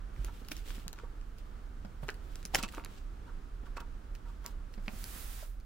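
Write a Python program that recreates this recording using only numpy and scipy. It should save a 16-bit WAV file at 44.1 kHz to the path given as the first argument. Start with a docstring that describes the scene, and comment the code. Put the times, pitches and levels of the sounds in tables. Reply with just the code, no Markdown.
"""Ventilation rumbles and hisses throughout: continuous noise, partly shared by two ports, its hiss sinking
by several dB near the end. Then a binder of plastic sleeves is opened on a table close to a hand-held phone:
sleeves rub (grainy noise) and snap (short resonances with a wall echo), and the cover pushes air (slow swings).
Leafing goes on with thuds on the table (damped sines with a knock) and creaks on the rings (noise through
resonances). At the end the binder slides over the table top (scraping noise)."""
import sys
import numpy as np
from scipy import signal
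from scipy.fft import rfft, irfft, next_fast_len
from scipy.io import wavfile
from scipy.ndimage import uniform_filter1d, map_coordinates

SR = 44100
rng = np.random.default_rng(int(sys.argv[2]) if len(sys.argv) > 2 else 0)


def store_wav(level_fs):
    """Save 16-bit WAV to argv[1]."""
    pcm = np.round(np.clip(np.atleast_2d(level_fs), -1, 1) * 32767)
    wavfile.write(sys.argv[1], SR, pcm.T.astype(np.int16))


N = 249165

# Ventilation hiss: (time [s], level [dB])
HISS_LEVEL = [(0.0, -53.5), (1.27, -56.5), (2.03, -54.5), (3.0, -54.5), (5.29, -55.5), (5.43, -59.5),
              (5.65, -61)]
# Spectral shapes of duct rumble and hiss: (frequency [Hz], relative density [dB per Hz])
RUMBLE_SPECTRUM = [(8, -36), (15, -6), (27, 9.5), (41, 9), (52, -2), (62, 0.5), (72, -22.5), (110, -54)]
HISS_SPECTRUM = [(40, -17), (80, 3), (130, -6.5), (250, -9), (450, -13.5), (600, -18.5), (1000, -16),
                 (1350, -17.5), (2000, -26), (4000, -33.5), (8000, -39.5), (16000, -56)]
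RUMBLE_DB = -43.5

# Likeness of the two ports in noise: (frequency [Hz], left-right correlation [-1 to 1])
PORT_LIKENESS = [(20, 0.98), (60, 0.97), (170, 0.97), (350, 0.61), (520, 0.27), (700, 0), (1000, -0.67),
                 (1400, 0.7), (2400, 0.18), (5000, 0.32), (15000, 0.014)]
# Sensitivity of the ports: (frequency [Hz], left minus right [dB])
PORT_BALANCE = [(30, -5), (110, -4), (400, -2), (1000, -1), (2400, -2), (8000, -1), (15000, 0)]
# Spectral shape of the microphones' own hiss: (frequency [Hz], relative density [dB per Hz])
SELF_NOISE_SPECTRUM = [(1000, -26), (3000, 26), (7000, 11), (11000, -49), (14000, -28), (16000, -11)]
SELF_NOISE_DB, TOP_HZ = -86.0, 15900  # hiss level before the port balance; upper band limit

# Slowly swelling and fading rubbing of sleeve on sleeve: (time [s], level [dB])
RUB_LEVEL = [(.14, -68.5), (.3, -64), (.44, -65.5), (.5, -60), (.58, -55), (.64, -65), (.69, -50.5),
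             (.75, -55.5), (.81, -60.5), (.87, -73), (1.1, -79), (2.25, -80)]
# Short strokes of sleeve on sleeve: (time of peak [s], level [dB], treble re level [dB], fall to 1/e [s])
STROKES = [(.253, -65, -13, 0.047), (.52, -42, -1, 0.0062), (.994, -59.5, -19, 0.025),
           (1.388, -62, -8, 0.02), (2.036, -57, -1, 0.017), (2.1, -57, -6, 0.04), (2.353, -62.5, -5, 0.18),
           (2.551, -32, -9, 0.011), (2.587, -42.5, -10, 0.018), (2.637, -36.5, -32, 0.012),
           (2.689, -50, -9, .008), (2.745, -53.5, -5.5, 0.043), (2.92, -59.5, -8, 0.08),
           (2.979, -56.5, -19, 0.016), (3.281, -70, -19, 0.024), (3.664, -62, -9, 0.017),
           (3.771, -49, -13, 0.0081), (3.805, -49.5, -9, 0.0074), (4.152, -55.5, -3.5, 0.0074),
           (4.29, -68.5, -9, 0.079), (4.468, -54, -5, 0.028), (4.745, -65.5, -4, 0.034)]
# Spectral shapes of friction and of its treble fizz: (frequency [Hz], relative density [dB per Hz])
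FRICTION_SPECTRUM = [(300, 6.5), (700, -1), (1400, -2.5), (3200, 2), (6000, -5.5), (8000, -6), (12000, -36)]
FIZZ_SPECTRUM = [(4500, -30), (8000, -4), (10000, 0), (15000, 0), (17000, -3)]
FIZZ_DB, RISE_SHARE = -6, 0.59  # fizz re slow rubbing; rise of a stroke over its fall

# Sleeve snaps: (time [s], peak short-term level [dB], buckle pitch [Hz], treble crack re level [dB],
# wall echo re level before scattering and absorption [dB]: loud when the sleeve faces the wall)
SLEEVE_SNAPS = [(0.1631, -53, 2180, -17, -18), (0.2469, -40, 2760, 9.5, -10), (0.2856, -53, 1500, -25, -10),
                (0.449, -49.5, 2800, -5, -14), (0.4857, -41.5, 3180, 4, -17.5), (0.4995, -54, 2700, 4, -14),
                (0.5116, -47.5, 3140, 7, 15.5), (0.5159, -34, 2600, -17, -25), (0.5337, -59, 4500, 16, -12),
                (0.5669, -41, 3020, -4, -5.5), (0.694, -47, 2900, -28, -12), (0.7052, -39, 2100, -26, -16),
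                (0.7818, -49, 1700, -21, -8), (0.8806, -31, 3770, -4.5, -13.5),
                (0.93, -41, 2980, 0.5, -3.5), (0.9606, -53, 2500, -21, -16), (0.988, -41.5, 2220, -23, -14),
                (1.213, -53.5, 2600, -18, -14), (1.3847, -50.5, 2450, -1, -2),
                (1.8499, -52, 1900, -4.5, -3), (2.0835, -39.5, 2060, -8, 5), (2.0892, -27, 2060, -48, -3),
                (2.1024, -39, 3100, -10, -16), (2.143, -49, 3900, -19, -12), (2.3567, -37.5, 3700, -6, -11),
                (2.429, -44.5, 4530, -15, -5), (2.4529, -29, 4300, -3, -7), (2.5476, -15, 3570, -6, 2),
                (2.5585, -26, 4930, 5, -6), (2.6281, -30, 4120, -11, -10), (2.6307, -38.5, 3400, 4, -6),
                (2.6356, -30, 3500, -14, 1), (2.6809, -46, 3300, -9, 11), (2.724, -47, 2680, 1, -15),
                (2.7484, -43, 2900, -10, -6), (2.772, -43, 1900, -35, -6), (2.7816, -34, 1410, -60, -11),
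                (2.7972, -44.5, 1400, -37, -16), (2.839, -46.5, 1990, -28, -6),
                (2.8482, -38, 2620, 1.5, -19), (2.8601, -41.5, 1740, -20, -28),
                (4.152, -46.5, 2900, -4, -3), (4.444, -51, 5000, -6, -3), (4.456, -46.5, 1400, -22, -14),
                (4.4628, -32.5, 4500, 5, -25), (4.4802, -51, 4000, -8, -14), (4.7395, -48.5, 3360, -20, -5),
                (4.7791, -54, 1800, -16, -2), (4.8618, -53, 2100, -15, -4), (4.8813, -29.5, 1980, -22, -12),
                (5.0415, -34, 5800, -21, -18), (5.601, -57.5, 3000, -2, 1)]
# Dips in the colour of a snap, two fixed notches: (frequency [Hz], width [Hz], depth [dB])
SNAP_DIPS = [(3450, 1100, -13), (8300, 1100, -12)]
# Where the handled sleeve is, left to right: (time [s], lag of the left port [us])
SLEEVE_PLACE = [(0.2, -38), (0.9, -93), (2.1, -84), (2.5, -29), (2.8, -15), (4.2, 48), (4.8, 46), (5.0, 17)]
ECHO_S, ECHO_LAG_US = 0.0065, 40  # round trip to the wall; lag of the left port
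LAG_WEAKENS = 0.045  # dB between the ports per us of lag

# Decay of the room: (frequency [Hz], time to fall 60 dB [s])
ROOM_T60 = [(200, 0.52), (2000, 0.091), (12000, 0.091)]
ROOM_DB = -15

# Thuds of cover, pages and fingers on the table: (time [s], peak of the swing [dB], pitch [Hz])
TABLE_THUDS = [(0.242, -46.5, 347), (0.415, -46.5, 247), (0.512, -45, 300), (0.777, -47.5, 237),
               (0.861, -44.5, 164), (0.983, -53, 500), (1.033, -44, 474), (1.846, -40.5, 201),
               (2.028, -36.5, 138), (2.085, -36, 412), (2.447, -46, 185), (2.538, -33.5, 765),
               (2.546, -28, 808), (2.631, -36, 205), (2.775, -38, 308), (3.629, -47.5, 232),
               (4.775, -42.5, 207), (4.877, -36, 214), (4.931, -44, 222), (5.024, -47.5, 202),
               (5.156, -49, 243), (5.425, -44.5, 616)]
THUD_T60_S, THUD_REF_HZ, THUD_DAMPING = 0.054, 205, 0.81  # decay at the reference pitch; higher dies sooner
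KNOCK_DB, KNOCK_REF_DB = -6.5, -46.5  # knock re swing, at this thud level
KNOCK_GROWS, KNOCK_WIDTH = 0.23, 0.94  # dB per dB of a harder thud; opposed part over shared part

# Creaks of sleeves dragging on the rings: (time [s], peak of the envelope [dB], four times the rise [s])
RING_CREAKS = [(0.276, -51.5, 0.031), (0.974, -54.5, .04), (1.027, -59, 0.04), (2.583, -45, 0.029),
               (2.631, -41.5, .03), (2.734, -50, .025), (2.771, -49, 0.048), (3.267, -58.5, 0.062),
               (3.654, -56.5, 0.04), (3.765, -43, 0.032), (3.803, -48, 0.023), (4.25, -60, 0.076),
               (4.437, -49, 0.047)]
# Resonances of the spine, and of ring against sleeve: (frequency [Hz], width [Hz], relative level [dB])
SPINE_MODES = [(500, 150, -2.5), (940, 34, 11.5), (1134, 54, 10.5), (1400, 200, 6.5)]
SQUEAK_MODES = [(2610, 64, -3)]
HARD_DRAG_DB, SQUEAK_GROWS = -46.5, 2.9  # creak level where both drives are equal; dB gained per dB above it

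# Binder sliding on the table: (time [s], level [dB], treble re level [dB])
SLIDE_LEVEL = [(4.8, -75, -6), (4.86, -66, -4), (4.92, -58.5, -3), (5.05, -53.5, 1), (5.19, -52, 2),
               (5.33, -54.5, 1.5), (5.43, -55, -3.5), (5.49, -68, 3), (5.57, -78, 0.5)]
# Spectral shape of the scrape: (frequency [Hz], relative density [dB per Hz])
SCRAPE_SPECTRUM = [(400, -14), (700, -5), (1000, -3), (2200, -6), (6000, -8.5), (8000, -9.5), (12000, -29)]

LEFT_RIGHT = np.array([[1], [-1]])


def amp(db):
    """Level definition: decibels to an amplitude ratio."""
    return 10 ** (np.asarray(db) / 20)


def unit(x):
    """Normalization: scales a signal to an rms of 1."""
    return x / np.sqrt(np.mean(x ** 2) + 1e-20)


def along(points, hz):
    """Logarithmic interpolation: (frequency, value) points read on a log axis."""
    f, v = np.transpose(points)
    return np.interp(np.log(hz + 1), np.log(f + 1), v)


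def curves(rows):
    """Linear interpolation: one curve per column after the time; the first fades out beyond the ends."""
    s, level, *cols = np.transpose(rows)
    t = np.arange(N) / SR
    outside = np.maximum(s[0] - t, 0) + np.maximum(t - s[-1], 0)
    faded = np.interp(t, s, level) - 1000 * outside  # 1000 dB per second
    return [faded] + [np.interp(t, s, c) for c in cols]


def wobble(rate):
    """Slow random modulation: a smooth curve through random knots, rate of them a second."""
    knots = rng.standard_normal(int(N * rate / SR) + 4)
    return map_coordinates(knots, [np.arange(N) * rate / SR])


def filtered(x, response):
    """Linear filtering: the spectrum of x times a complex response of frequency."""
    m = next_fast_len(x.shape[-1] + 8192)
    spectrum = rfft(x, m) * response(np.fft.rfftfreq(m, 1 / SR))
    return irfft(spectrum, m)[..., :x.shape[-1]]


def resonance(f, centre, width):
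    """Damped resonance: complex response of one mode, 1 at its centre."""
    return 1j * f * width / (centre ** 2 - f ** 2 + 1j * f * width)


def rush(spectrum, grain_db=0):
    """Partial coherence: stereo noise of rms 1, partly shared; grain_db breaks it into tiny slips."""
    pair = rng.standard_normal((2, N)) * amp(grain_db * wobble(820))

    def shares(hz):
        turn = np.arccos(np.clip(along(PORT_LIKENESS, hz), -1, 1)) / 2
        return amp(along(spectrum, hz)) * [np.cos(turn), np.sin(turn)]

    mid, side = filtered(pair, shares)
    return unit(np.array([mid + side, mid - side]))


def add(out, sound, s, lag_us):
    """Path difference: the farther port hears the placed sound later and a little weaker."""
    half = LEFT_RIGHT / 2
    margin = 16  # samples of room for the lag to move either way
    padded = np.pad(sound, (margin, margin))
    pair = filtered(padded, lambda hz: np.exp(-2j * np.pi * hz * half * lag_us * 1e-6))
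    start = max(round(s * SR) - margin, 0)
    out[:, start:start + pair.shape[1]] += pair * amp(-half * (LAG_WEAKENS * lag_us))


def ventilation():
    """Broadband flow noise: a low duct rumble and a soft, gently wavering hiss."""
    waver = amp(0.8 * wobble(8))
    hiss = amp(curves(HISS_LEVEL)[0]) * waver * rush(HISS_SPECTRUM)
    return amp(RUMBLE_DB) * rush(RUMBLE_SPECTRUM) + hiss


def rubbing():
    """Dry friction: grainy noise of sleeve on sleeve, with a treble fizz where the plastic peels."""
    t = np.arange(N) / SR
    slow_db, = curves(RUB_LEVEL)
    level, fizz = amp(slow_db), amp(slow_db + FIZZ_DB)
    for s, db, treble_db, fall in STROKES:
        stroke = amp(db) * np.exp(-np.abs(t - s) / np.where(t < s, RISE_SHARE * fall, fall))
        level = np.hypot(level, stroke)  # independent noises add in power
        fizz = np.hypot(fizz, amp(treble_db) * stroke)
    flutter = amp(1.5 * wobble(60) + 1.5 * wobble(25))
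    friction = level * rush(FRICTION_SPECTRUM, grain_db=-2.5)
    return flutter * (friction + fizz * rush(FIZZ_SPECTRUM, grain_db=1.5))


def snap_colour(f):
    """Notch filtering: fixed dips in the colour of a snap."""
    dips = [(c * c - f * f + 1j * f * w * amp(db)) / (c * c - f * f + 1j * f * w)
            for c, w, db in SNAP_DIPS]
    return np.prod(dips, axis=0)


def snaps():
    """Buckling instability: a few rough cycles at pitch, a bright crack, a short fizz, then a wall echo."""
    out, t = np.zeros((2, N + SR)), np.arange(SR // 25) / SR

    def scaled(x, db):  # sets the loudest short stretch to the level
        return amp(db) * x / np.sqrt(uniform_filter1d(x * x, size=30).max())

    for s, db, hz, crack_db, echo_db in SLEEVE_SNAPS:
        body_noise, crack_noise, wall_noise = rng.standard_normal((3, len(t)))
        edge = hz * max(3.5 + crack_db / 22, 1.3)  # a soft buckle carries little above its pitch

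        def ring(f):
            lowpass = edge ** 2 / (edge ** 2 - f * f + 1.2j * f * edge)
            return resonance(f, hz, 1.4 * hz) * lowpass ** 2

        kick = (t == 0) * 4 + body_noise * (amp(-60 * t / 0.0037) + amp(-3.5 - 60 * t / 0.011))
        body = scaled(filtered(kick, lambda f: ring(f) * snap_colour(f)), db)
        tear = (t == t[8]) * 2.4 + crack_noise * (amp(-60 * t / 0.0031) + amp(-27 - 60 * t / 0.025))
        crack = scaled(filtered(tear, lambda f: snap_colour(f) * f ** 4 / (f ** 4 + 7500 ** 4)), db)
        add(out, body + amp(crack_db) * crack, s, np.interp(s, *np.transpose(SLEEVE_PLACE)))

        scatter = (t == 0) * 2.3 + wall_noise * amp(-60 * t / 0.0055)  # the wall is uneven
        scatter /= np.linalg.norm(scatter)
        dull = filtered(body, lambda f: 1 / (1 + 1j * f / 4000))  # and soft: it swallows part of the treble
        echo = np.convolve(dull + amp(crack_db - 3.0) * crack, scatter)[:len(t)]
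        add(out, amp(echo_db) * echo, s + ECHO_S, ECHO_LAG_US)
    return out[:, :N]


def room(x):
    """Reverberation: a short soft tail of decaying noise, duller as it dies."""
    noise = rng.standard_normal((2, SR // 3))
    hz, t, z = signal.stft(noise, SR, nperseg=256)
    t60 = along(ROOM_T60, hz)[:, None]
    tail = signal.istft(z * amp(-60 * t / t60), SR, nperseg=256)[1]
    delayed = np.pad(x, ((0, 0), (400, 0)))  # samples before the tail begins
    return signal.fftconvolve(delayed, tail / np.linalg.norm(tail[0]), axes=1)[:, :N]


def cover():
    """Air displacement: the swinging cover pushes a few slow swings; its hinge bumps as it starts."""
    t = np.arange(N) / SR - 0.18
    u = np.clip(t / 0.027, 0, None)
    cycles = 44 * t + 0.22 * (1 - np.exp(-u))
    push = amp(-31.5) * u * np.exp(1 - u) * np.sin(2 * np.pi * cycles)
    bump = amp(-36) * np.exp(-((t - 0.012) / 0.0078) ** 2) * np.sin(2 * np.pi * 115 * t)
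    return push + bump


def thuds():
    """Damped free vibration: a low swing of table and pages, and the dull knock of the contact."""
    out, t = np.zeros((2, N + SR)), np.arange(SR // 5) / SR
    onset = 1 - np.exp(-(t / 0.00304) ** 2)  # a soft contact starts gradually
    for s, db, hz in TABLE_THUDS:
        t60 = THUD_T60_S * (THUD_REF_HZ / hz) ** THUD_DAMPING
        swing = np.sin(2 * np.pi * hz * t) * amp(-60 * t / t60) * onset
        noise = rng.standard_normal((2, len(t))) * onset * amp(-60 * t / 0.068)
        mid, side = filtered(noise, lambda f: resonance(f, 600, 800) ** 2)
        knock = mid + KNOCK_WIDTH * LEFT_RIGHT * side  # wide: the whole table top sounds
        knock_db = KNOCK_DB + KNOCK_GROWS * (db - KNOCK_REF_DB)
        thud = swing / abs(swing).max() + amp(knock_db) * knock / abs(mid).max()
        out[:, round(s * SR):][:, :len(t)] += amp(db) * thud
    return out[:, :N]


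def creaks():
    """Stick-slip: quick uneven slips excite spine resonances, and a higher squeak when the drag is hard."""
    slips = np.zeros((2, N))  # drives of the spine and of the squeak
    for s, db, length in RING_CREAKS:
        u = np.arange(round(4 * length * SR)) / (length * SR)
        squeak_db = SQUEAK_GROWS * (db - HARD_DRAG_DB)
        envelope = 4 * u * np.exp(1 - 4 * u)
        slips[:, round(s * SR):][:, :len(u)] += amp([[db], [db + squeak_db]]) * envelope

    def modes(rows):  # neighbours alternate in sign
        return lambda f: sum((-1) ** k * amp(db) * resonance(f, c, w) for k, (c, w, db) in enumerate(rows))

    noise = rng.standard_normal(N) * amp(3 * wobble(700))
    scale = np.sqrt(np.mean(filtered(noise, modes(SPINE_MODES)) ** 2))
    creak = filtered(slips[0] * noise, modes(SPINE_MODES))
    squeak = filtered(slips[1] * noise, modes(SQUEAK_MODES))
    return (creak + squeak) / scale * amp(-0.5 * LEFT_RIGHT)


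def slide():
    """Sliding friction: the cover scrapes over the table, nearer the right port, its treble varying."""
    db, treble_db = curves(SLIDE_LEVEL)
    waver = amp(0.5 * wobble(16))
    treble = amp(treble_db) * rush(FIZZ_SPECTRUM, grain_db=1) * amp(-2 * LEFT_RIGHT)
    scrape = rush(SCRAPE_SPECTRUM) + treble
    return waver * amp(db) * scrape * amp(-LEFT_RIGHT)


def scene():
    """Superposition: all sources add; the room answers the snaps, thuds and creaks."""
    hits = snaps() + thuds() + creaks()
    return ventilation() + rubbing() + hits + amp(ROOM_DB) * room(hits) + cover() + slide()


def record(dry):
    """Transduction: the microphones add their hiss and differ in level; then the band limit."""
    noisy = dry + amp(SELF_NOISE_DB) * rush(SELF_NOISE_SPECTRUM)
    return filtered(noisy, lambda f: amp(LEFT_RIGHT / 2 * along(PORT_BALANCE, f)) * (f < TOP_HZ))


dry = scene()
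out = record(dry)
store_wav(out)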